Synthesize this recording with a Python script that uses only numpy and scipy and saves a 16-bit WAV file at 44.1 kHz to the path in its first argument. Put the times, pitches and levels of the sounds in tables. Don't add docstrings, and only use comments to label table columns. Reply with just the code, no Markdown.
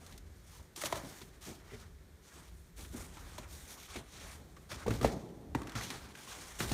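import sys
import numpy as np
from scipy import signal
from scipy.fft import rfft, irfft, next_fast_len
from scipy.io import wavfile

SR = 44100
rng = np.random.default_rng(int(sys.argv[2]) if len(sys.argv) > 2 else 0)


def materialize(psi):
    bounded = np.clip(np.atleast_2d(psi).T, -1, 1)
    quanta = np.round(bounded * 32767).astype(np.int16)
    wavfile.write(sys.argv[1], SR, quanta)


def field_ratio(decibels):
    return 10 ** (np.asarray(decibels, dtype=float) / 20)


N = 296793
CLOCK_S = np.arange(0, N / SR + .001, .001)


def rms_one(x):
    return x / np.sqrt(np.mean(x ** 2) + 1e-20)


def in_time(rows):
    time_s, value = np.transpose(rows)
    return np.interp(np.arange(N) / SR, time_s, value)


def add(out, start_s, sound):
    at = round(start_s * SR)
    out[at:at + len(sound)] += sound[:N - at]


def drift(pole_hz):
    r = np.exp(-2 * np.pi * pole_hz * 20 / SR)
    white = rng.standard_normal(N // 20 + 2002)
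    slow = signal.lfilter([1], [1, -2 * r, r * r], white)[2000:]
    return np.interp(np.arange(N) / 20, np.arange(len(slow)), rms_one(slow))


def colour(x, spectrum):
    freq_hz, gain_db = np.transpose(spectrum)
    size = next_fast_len(N)
    grid_hz = np.maximum(np.arange(size // 2 + 1) * SR / size, 1)
    gain = field_ratio(np.interp(np.log(grid_hz), np.log(freq_hz), gain_db, -90, -90))
    return rms_one(irfft(rfft(x, size) * gain, size)[:N])


def contact(t, rise_s):
    return (1 - np.exp(-t / rise_s)) ** 2


def ring(t, pitch_hz, t60_s, rise_s):
    return np.sin(2 * np.pi * pitch_hz * t) * field_ratio(-60 * t / t60_s) * contact(t, rise_s)


# start_s, level_db, centre_hz, t60_s
CRUST_BREAKS = [(0.0633, -46.5, 6200, 0.053), (0.1235, -46, 3970, 0.047), (0.177, -42, 6300, 0.035),
                (0.761, -34, 5860, 0.033), (0.815, -35, 6630, 0.04), (0.836, -27, 2950, 0.02),
                (0.856, -27.5, 4680, 0.037), (0.9241, -27, 2820, 0.035), (0.9557, -31.5, 3630, 0.022),
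                (1.047, -43.5, 2660, 0.049), (1.215, -43.5, 3370, 0.087), (2.8076, -45, 5970, 0.044),
                (2.847, -46, 1950, 0.053), (2.9615, -45, 7270, 0.051), (3.1695, -45, 2010, 0.047),
                (3.263, -49.5, 1810, 0.044), (3.3805, -38, 4050, 0.065), (3.432, -53, 2260, 0.027),
                (3.7019, -44, 5450, 0.04), (3.9592, -36, 2420, 0.057), (4.5653, -50, 1970, 0.067),
                (4.7145, -37, 2530, 0.1), (4.864, -38.5, 2180, 0.06), (4.879, -36, 2940, 0.056),
                (4.905, -34.5, 2120, 0.076), (4.9376, -38, 1970, 0.035), (5.012, -31, 1800, 0.04),
                (5.0294, -27.5, 1800, 0.018), (5.0435, -29, 1860, 0.13), (5.073, -40, 3740, 0.044),
                (5.5482, -31, 1890, 0.047), (5.6177, -35, 1980, 0.017), (5.632, -45, 3000, 0.025),
                (5.671, -37.5, 2150, 0.033), (5.6938, -38.5, 2420, 0.04), (5.719, -39.5, 2420, 0.028),
                (5.7527, -35, 2240, 0.078), (5.8095, -30, 1890, 0.037), (5.902, -30.5, 2320, 0.048),
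                (6.152, -41.5, 2100, 0.037), (6.6032, -29.5, 2170, 0.099), (6.7157, -30, 3540, 0.039)]


def crunch():
    out, t = np.zeros(N), np.arange(SR // 4) / SR
    noise = rng.standard_normal((len(CRUST_BREAKS), len(t)))
    for (start_s, level_db, centre_hz, t60_s), white in zip(CRUST_BREAKS, noise):
        edges_hz = [centre_hz * 0.49, min(centre_hz * 1.26, 17000)]
        broad = signal.sosfilt(signal.butter(1, edges_hz, "band", fs=SR, output="sos"), white)
        envelope = field_ratio(-60 * t / max(t60_s, .005)) * (1 - np.exp(-t / 0.00074))
        add(out, start_s, field_ratio(level_db - 3) * rms_one(broad) * envelope)
    return out


# start_s, level_db, pitch_hz, upper_hz, upper_level_db
SOLE_KNOCKS = [(0.774, -48.5, 341, 930, -51), (0.8357, -33.5, 593, 1160, -40), (0.857, -47, 226, 1480, -46),
               (0.925, -24.5, 670, 986, -22), (0.964, -40.5, 577, 990, -51), (1.214, -50, 378, 988, -52),
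               (1.716, -51, 399, 760, -72), (1.732, -47.5, 426, 770, -72), (2.931, -51, 396, 790, -62),
               (2.944, -37.5, 243, 426, -57), (3.169, -53, 308, 830, -48), (3.382, -42, 610, 980, -39),
               (3.956, -38.5, 276, 660, -40), (4.568, -63, 320, 1140, -53), (4.716, -45.5, 602, 1460, -54),
               (4.862, -33.5, 437, 860, -30), (4.879, -23.5, 463, 1160, -34),
               (4.907, -25.5, 270, 1410, -37), (5.013, -32, 405, 1190, -37), (5.031, -49, 590, 1350, -38),
               (5.0467, -13, 543, 654, -6.5), (5.055, -23, 460, 800, -29), (5.5489, -36, 300, 903, -21),
               (5.552, -24.5, 269, 695, -43), (5.616, -37, 303, 1130, -39), (5.754, -36, 243, 1290, -48),
               (5.903, -41, 267, 1070, -61), (6.274, -52.5, 223, 1070, -46), (6.602, -36, 358, 1040, -50),
               (6.716, -27.5, 283, 738, -28.5)]
# pitch_ratio, gain_db, t60_share
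KNOCK_MODES = [(1.0, 4.5, 0.73), (1.45, -11.5, 0.74), (.55, -4.5, 1.24)]


def knocks():
    contact_s, uneven_db = 0.001, 0.76
    dull_longer, hard_shorter = 0.27, 0.28
    out, t = np.zeros(N), np.arange(SR // 3) / SR
    chance = rng.normal(0, 1, (len(SOLE_KNOCKS), len(KNOCK_MODES)))
    for (start_s, level_db, pitch_hz, upper_hz, upper_db), draws in zip(SOLE_KNOCKS, chance):
        length_db = dull_longer * (level_db - upper_db) - hard_shorter * (level_db + 32)
        t60_s = 0.048 * field_ratio(length_db)
        blow = field_ratio(upper_db + 4.5) * ring(t, upper_hz, max(t60_s * 0.47, .004), contact_s)
        for (ratio, gain_db, share), draw in zip(KNOCK_MODES, draws):
            mode = ring(t, pitch_hz * ratio, max(t60_s * share, .004), contact_s)
            blow = blow + field_ratio(level_db + gain_db + uneven_db * draw) * mode
        add(out, start_s, blow)
    return out


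# start_s, level_db
HEEL_BLOWS = [(0.837, -52), (0.926, -42), (0.964, -44.5), (1.215, -51.5), (1.724, -48), (2.945, -46),
              (3.382, -49.5), (3.957, -44), (4.717, -50.5), (4.862, -39), (4.879, -33.5), (4.907, -35),
              (5.014, -36), (5.03, -29), (5.045, -30), (5.055, -44), (5.55, -49), (5.616, -50),
              (5.752, -39), (5.904, -52), (6.603, -37), (6.715, -28)]
# pitch_hz, gain_db, t60_s
SLAB_MODES = [(58.4, 0.5, 0.19), (114.2, 8, 0.096), (172.5, -5.5, 0.18), (225.5, 10, 0.042)]


def heels():
    spread_db, rise_s = 2.0, 0.0058
    out, t = np.zeros(N), np.arange(SR // 3) / SR
    chance = rng.normal(0, 1, (len(HEEL_BLOWS), len(SLAB_MODES)))
    for (start_s, level_db), draws in zip(HEEL_BLOWS, chance):
        thud = sum(field_ratio(level_db + gain_db + spread_db * draw) * ring(t, pitch_hz, t60_s, rise_s)
                   for (pitch_hz, gain_db, t60_s), draw in zip(SLAB_MODES, draws))
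        add(out, start_s, thud)
    return out


# start_s, level_db, centre_hz, length_s
SOLE_RUBS = [(0.544, -51, 910, 0.028), (0.59, -51, 880, 0.018), (1.688, -50, 2050, 0.043),
             (1.723, -46.5, 2000, 0.042), (1.805, -59, 1450, 0.064), (2.308, -55, 1600, 0.034),
             (2.377, -55, 1050, 0.034), (2.783, -49, 2280, 0.037), (3.163, -48, 985, 0.04),
             (3.426, -46, 2240, 0.025), (3.745, -51, 1090, 0.051), (3.919, -51, 1570, 0.054),
             (3.927, -41, 2400, 0.064), (4.7065, -44, 2420, 0.042), (4.819, -39, 1400, 0.024),
             (5.772, -38, 1290, 0.021), (6.298, -49, 1530, 0.046)]


def squeaks():
    out, t = np.zeros(N), np.arange(SR // 5) / SR
    noise = rng.standard_normal((len(SOLE_RUBS), len(t)))
    for (start_s, level_db, centre_hz, length_s), white in zip(SOLE_RUBS, noise):
        narrow = signal.lfilter(*signal.iirpeak(centre_hz, 7.0, fs=SR), white)
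        hump = np.sin(np.pi * np.minimum(t / length_s, 1))
        add(out, start_s, field_ratio(level_db - 10) * rms_one(narrow) * hump)
    return out


def swell(start_s, length_s):
    roundness, fade_t60_s = 0.68, 0.39
    t = CLOCK_S - start_s
    hump = np.sin(np.pi * np.clip(t / length_s, 0, .9)) ** roundness
    return hump * field_ratio(-60 * np.maximum(t - .9 * length_s, 0) / fade_t60_s)


def strike(start_s, t60_s, rise_s):
    t = np.maximum(CLOCK_S - start_s, 0)
    return contact(t, rise_s) * field_ratio(-60 * t / max(t60_s, .05))


# start_s, length_s, rustle_db, top_re_rustle_db, sole_re_rustle_db
SLIDES = [(-.05, .26, -64, -3.5, 0.5), (0.21, 0.52, -74.5, 2, 0), (0.457, 0.18, -65, 0, -2),
          (0.808, 0.025, -49.5, 0, 2), (0.84, 0.047, -45, -3, -2), (0.87, 0.03, -61, -14, 12),
          (0.923, 0.077, -52, -4.5, 4.5), (0.975, .29, -59.5, -0.5, -0.5), (1.267, .14, -70.5, -5, 2),
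          (1.407, .135, -52.5, -3, -4.5), (1.543, 0.21, -78, -14, 13), (1.64, 0.18, -62.5, -6.5, -1),
          (1.763, 0.12, -66.5, -3, 2), (2.216, 0.32, -63, -2.5, -0.5), (2.497, 0.2, -80, 8.5, -6),
          (2.915, 0.18, -58, 0, 1.5), (3.066, 0.46, -62.5, -3.5, 2.5), (3.398, 0.1, -72, 1, 10),
          (3.464, 0.24, -59, 0.5, -3), (3.647, 0.13, -58.5, 1, -1), (3.757, 0.13, -55.5, -3.5, -5.5),
          (3.872, 0.15, -54, -6, -1), (4.047, 0.16, -62.5, -7, -4), (4.117, 0.18, -56, -6, -2),
          (4.194, 0.2, -57.5, -3, 0), (4.36, 0.43, -74, 0, 1.5), (4.766, 0.1, -56, -8.5, 1),
          (4.847, 0.19, -56, -2.5, 2), (5.633, 0.24, -60.5, -10, 5), (6.01, 0.13, -59.5, -8, 0.5),
          (6.13, 0.18, -56.5, -4.5, -1.5), (6.257, 0.14, -51.5, -4.5, -2.5), (6.33, 0.31, -55, -4, -1.5),
          (6.666, 0.17, -45, -2, -1)]
# start_s, t60_s, rustle_db, top_re_rustle_db, sole_re_rustle_db
BITES = [(.752, 0.55, -46.5, -1.5, -5), (2.756, 1, -57, 0.5, -2.5), (4.687, 0.39, -45.5, -8, 0),
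         (5.008, 0.64, -46, -6.5, 0.5), (5.548, .6, -58, -6, 6), (5.745, 0.31, -42, -10, 2),
         (5.809, 0.55, -42, -6.5, -4.5), (5.9, 0.41, -45.5, -5.5, 2), (6.584, 0.33, -36.5, -2.5, -2.5)]
# start_s, t60_s, level_db
WEIGHT_LOADS = [(0, 2.3, -60), (.18, 0.55, -71), (.56, 1.2, -61.5), (.757, .25, -57), (.815, 2.1, -53.5),
                (.94, 0.37, -52), (1.03, 0.37, -42.5), (1.22, 0.4, -62), (1.46, 0.74, -49.5),
                (1.51, 0.2, -50), (1.72, 1.2, -60.5), (2.0, 5, -68), (2.35, 1.2, -61.5), (2.77, 1.4, -57),
                (2.93, 0.93, -49.5), (3.2, 2.6, -61), (3.39, 0.21, -52.5), (3.51, 1.5, -58.5),
                (3.7, 0.63, -55.5), (3.96, 0.22, -43), (4.11, 6.7, -59), (4.56, 1.1, -66), (4.72, 3, -54.5),
                (4.857, 0.95, -39), (4.91, 0.26, -44), (5.008, 0.57, -33), (5.05, 0.45, -33.5),
                (5.15, 1.9, -46), (5.546, 0.64, -40), (5.75, 1.65, -47.5), (5.94, 0.41, -50),
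                (6.35, 1.2, -56), (6.59, 1.2, -45.5), (6.7, 1.1, -47)]
# rustle_db, top_db, scuff_db, weight_db
STILL_DB = (-88, -84.5, -77, -73.5)


def movement():
    bite_rise_s, load_rise_s = 0.011, 0.0041
    power = field_ratio(np.array(STILL_DB))[:, None] ** 2 * np.ones(len(CLOCK_S))
    moves = [(swell(start_s, length_s), *levels) for start_s, length_s, *levels in SLIDES]
    moves += [(strike(start_s, t60_s, bite_rise_s), *levels) for start_s, t60_s, *levels in BITES]
    for shape, rustle_db, top_db, sole_db in moves:
        levels_db = rustle_db + np.array([[0], [top_db], [sole_db]])
        power[:3] += field_ratio(levels_db) ** 2 * shape ** 2
    for start_s, t60_s, level_db in WEIGHT_LOADS:
        power[3] += (field_ratio(level_db) * strike(start_s, t60_s, load_rise_s)) ** 2
    return [np.interp(np.arange(N) / SR, CLOCK_S, gain) for gain in np.sqrt(power)]


def grains(per_s, spread_db, smooth):
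    sizes = field_ratio(spread_db * np.minimum(rng.exponential(1, N), 4)) * rng.choice([-1, 1], N)
    clicks = rms_one(sizes * (rng.random(N) < per_s / SR))
    return clicks + smooth * rng.standard_normal(N)


def patchy(per_s, spread_db, smooth, pole_hz):
    patchy_db = 1.2
    edges_hz = np.geomspace(280, 17500, 19)
    sources = [grains(per_s, spread_db, smooth) for _ in range(2)]
    out = np.zeros(N)
    for k, band_hz in enumerate(zip(edges_hz, edges_hz[1:])):
        band = signal.sosfilt(signal.butter(2, band_hz, "band", fs=SR, output="sos"), sources[k % 2])
        out += field_ratio(patchy_db * drift(pole_hz)) * band
    return out


# freq_hz, gain_db
RUSTLE_SPECTRUM = [(1300, -43), (2200, 1.5), (3200, 2.5), (5000, 0.5), (6500, -4), (8000, -9.5),
                   (11000, -23.5)]
# freq_hz, gain_db
TOP_SPECTRUM = [(4500, -14), (6500, -4.5), (8000, -4.5), (10000, -1), (13000, -9), (16000, -8.5),
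                (17000, -30)]


def rustle(cloth, top, catch_db):
    rub = patchy(per_s=4000, spread_db=6.0, smooth=1.4, pole_hz=5.3)
    return field_ratio(catch_db) * (cloth * colour(rub, RUSTLE_SPECTRUM) + top * colour(rub, TOP_SPECTRUM))


# freq_hz, gain_db
SCUFF_SPECTRUM = [(300, -9.5), (500, -2), (800, 0.5), (1300, 1.5), (2000, -1), (2600, -8), (4000, -23.5)]


def scuff(sole, catch_db):
    rub = patchy(per_s=1400, spread_db=1.5, smooth=0.9, pole_hz=9.6)
    return sole * field_ratio(0.43 * catch_db) * colour(rub, SCUFF_SPECTRUM)


# freq_hz, gain_db
WEIGHT_SPECTRUM = [(70, -43), (120, 2.5), (200, 0.5), (350, -2), (500, -7.5), (800, -11.5), (1400, -28)]


def weight(load):
    return load * field_ratio(1.6 * drift(9.2)) * colour(rng.standard_normal(N), WEIGHT_SPECTRUM)


# time_s, send_db
WALL_SEND = [(0, -24.5), (4.4, -26.5), (4.9, -31), (6.73, -18)]


def bunker(blows):
    t60_s, wall_cut_hz = 0.81, 2000
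    size = next_fast_len(N + SR)
    turn = np.exp(-2j * np.pi * np.arange(size // 2 + 1) / size)
    pole = np.exp(-2 * np.pi * wall_cut_hz / SR)
    dull = (1 - pole) / (1 - pole * turn)
    walls = 0
    for k, lag in enumerate(np.floor(np.geomspace(.009, .043, 10) * SR)):
        loop = field_ratio(-60 * lag / SR / t60_s) * dull * turn ** lag
        walls = walls + (-1) ** k * loop / (1 - loop)
    sent = blows * field_ratio(in_time(WALL_SEND))
    return irfft(rfft(sent, size) * walls, size)[:N]


# time_s, level_db
RUMBLE_LEVEL = [(0.0, -55), (0.51, -53.5), (0.96, -58), (1.69, -53.5), (2.06, -56.5), (2.6, -56.5),
                (2.98, -51.5), (3.35, -53.5), (3.69, -60.5), (4.46, -56), (4.67, -61.5), (5.0, -44),
                (5.25, -61), (5.55, -54), (5.83, -52), (6.24, -65.5), (6.73, -44)]
# freq_hz, gain_db
RUMBLE_SPECTRUM = [(15, -42), (25, -24), (40, -3.5), (60, 0.5), (85, 0), (120, -18.5), (170, -12.5),
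                   (260, -36.5)]


def rumble():
    level_db = in_time(RUMBLE_LEVEL) + 2.6 * drift(2.9)
    return field_ratio(level_db) * colour(rng.standard_normal(N), RUMBLE_SPECTRUM)


# freq_hz, gain_db
HISS_SPECTRUM = [(76, -35), (130, -0.5), (291, -12), (378, -2), (532, -13.5), (863, -21), (1750, -15),
                 (2830, -20), (3390, -19.5), (4980, -20.5), (5620, -22), (8920, -24), (14200, -27.5),
                 (16000, -33)]


def hiss():
    return field_ratio(-66) * colour(rng.standard_normal(N), HISS_SPECTRUM)


def scene():
    cloth, top, sole, load = movement()
    catch_db = 1.6 * drift(27)
    blows = crunch() + knocks() + heels() + squeaks()
    friction = rustle(cloth, top, catch_db) + scuff(sole, catch_db)
    mix = blows + friction + weight(load) + bunker(blows) + rumble() + hiss()
    return mix[None]


def top_cut(x):
    return signal.sosfilt(signal.butter(12, 16610, fs=SR, output="sos"), x)


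# centre_hz, width_hz, gain_db
HOUSING_DIPS = [(2740, 820, -3.5), (4900, 790, -4), (7600, 300, -3), (10380, 890, -7)]


def record(dry):
    for centre_hz, width_hz, gain_db in HOUSING_DIPS:
        resonance = signal.lfilter(*signal.iirpeak(centre_hz, centre_hz / width_hz, fs=SR), dry)
        dry = dry - (1 - field_ratio(gain_db)) * resonance
    low_pass = signal.cheby2(14, 60, 16116, fs=SR, output="sos")
    return top_cut(signal.sosfilt(low_pass, dry))


dry = scene()
out = record(dry)
materialize(out)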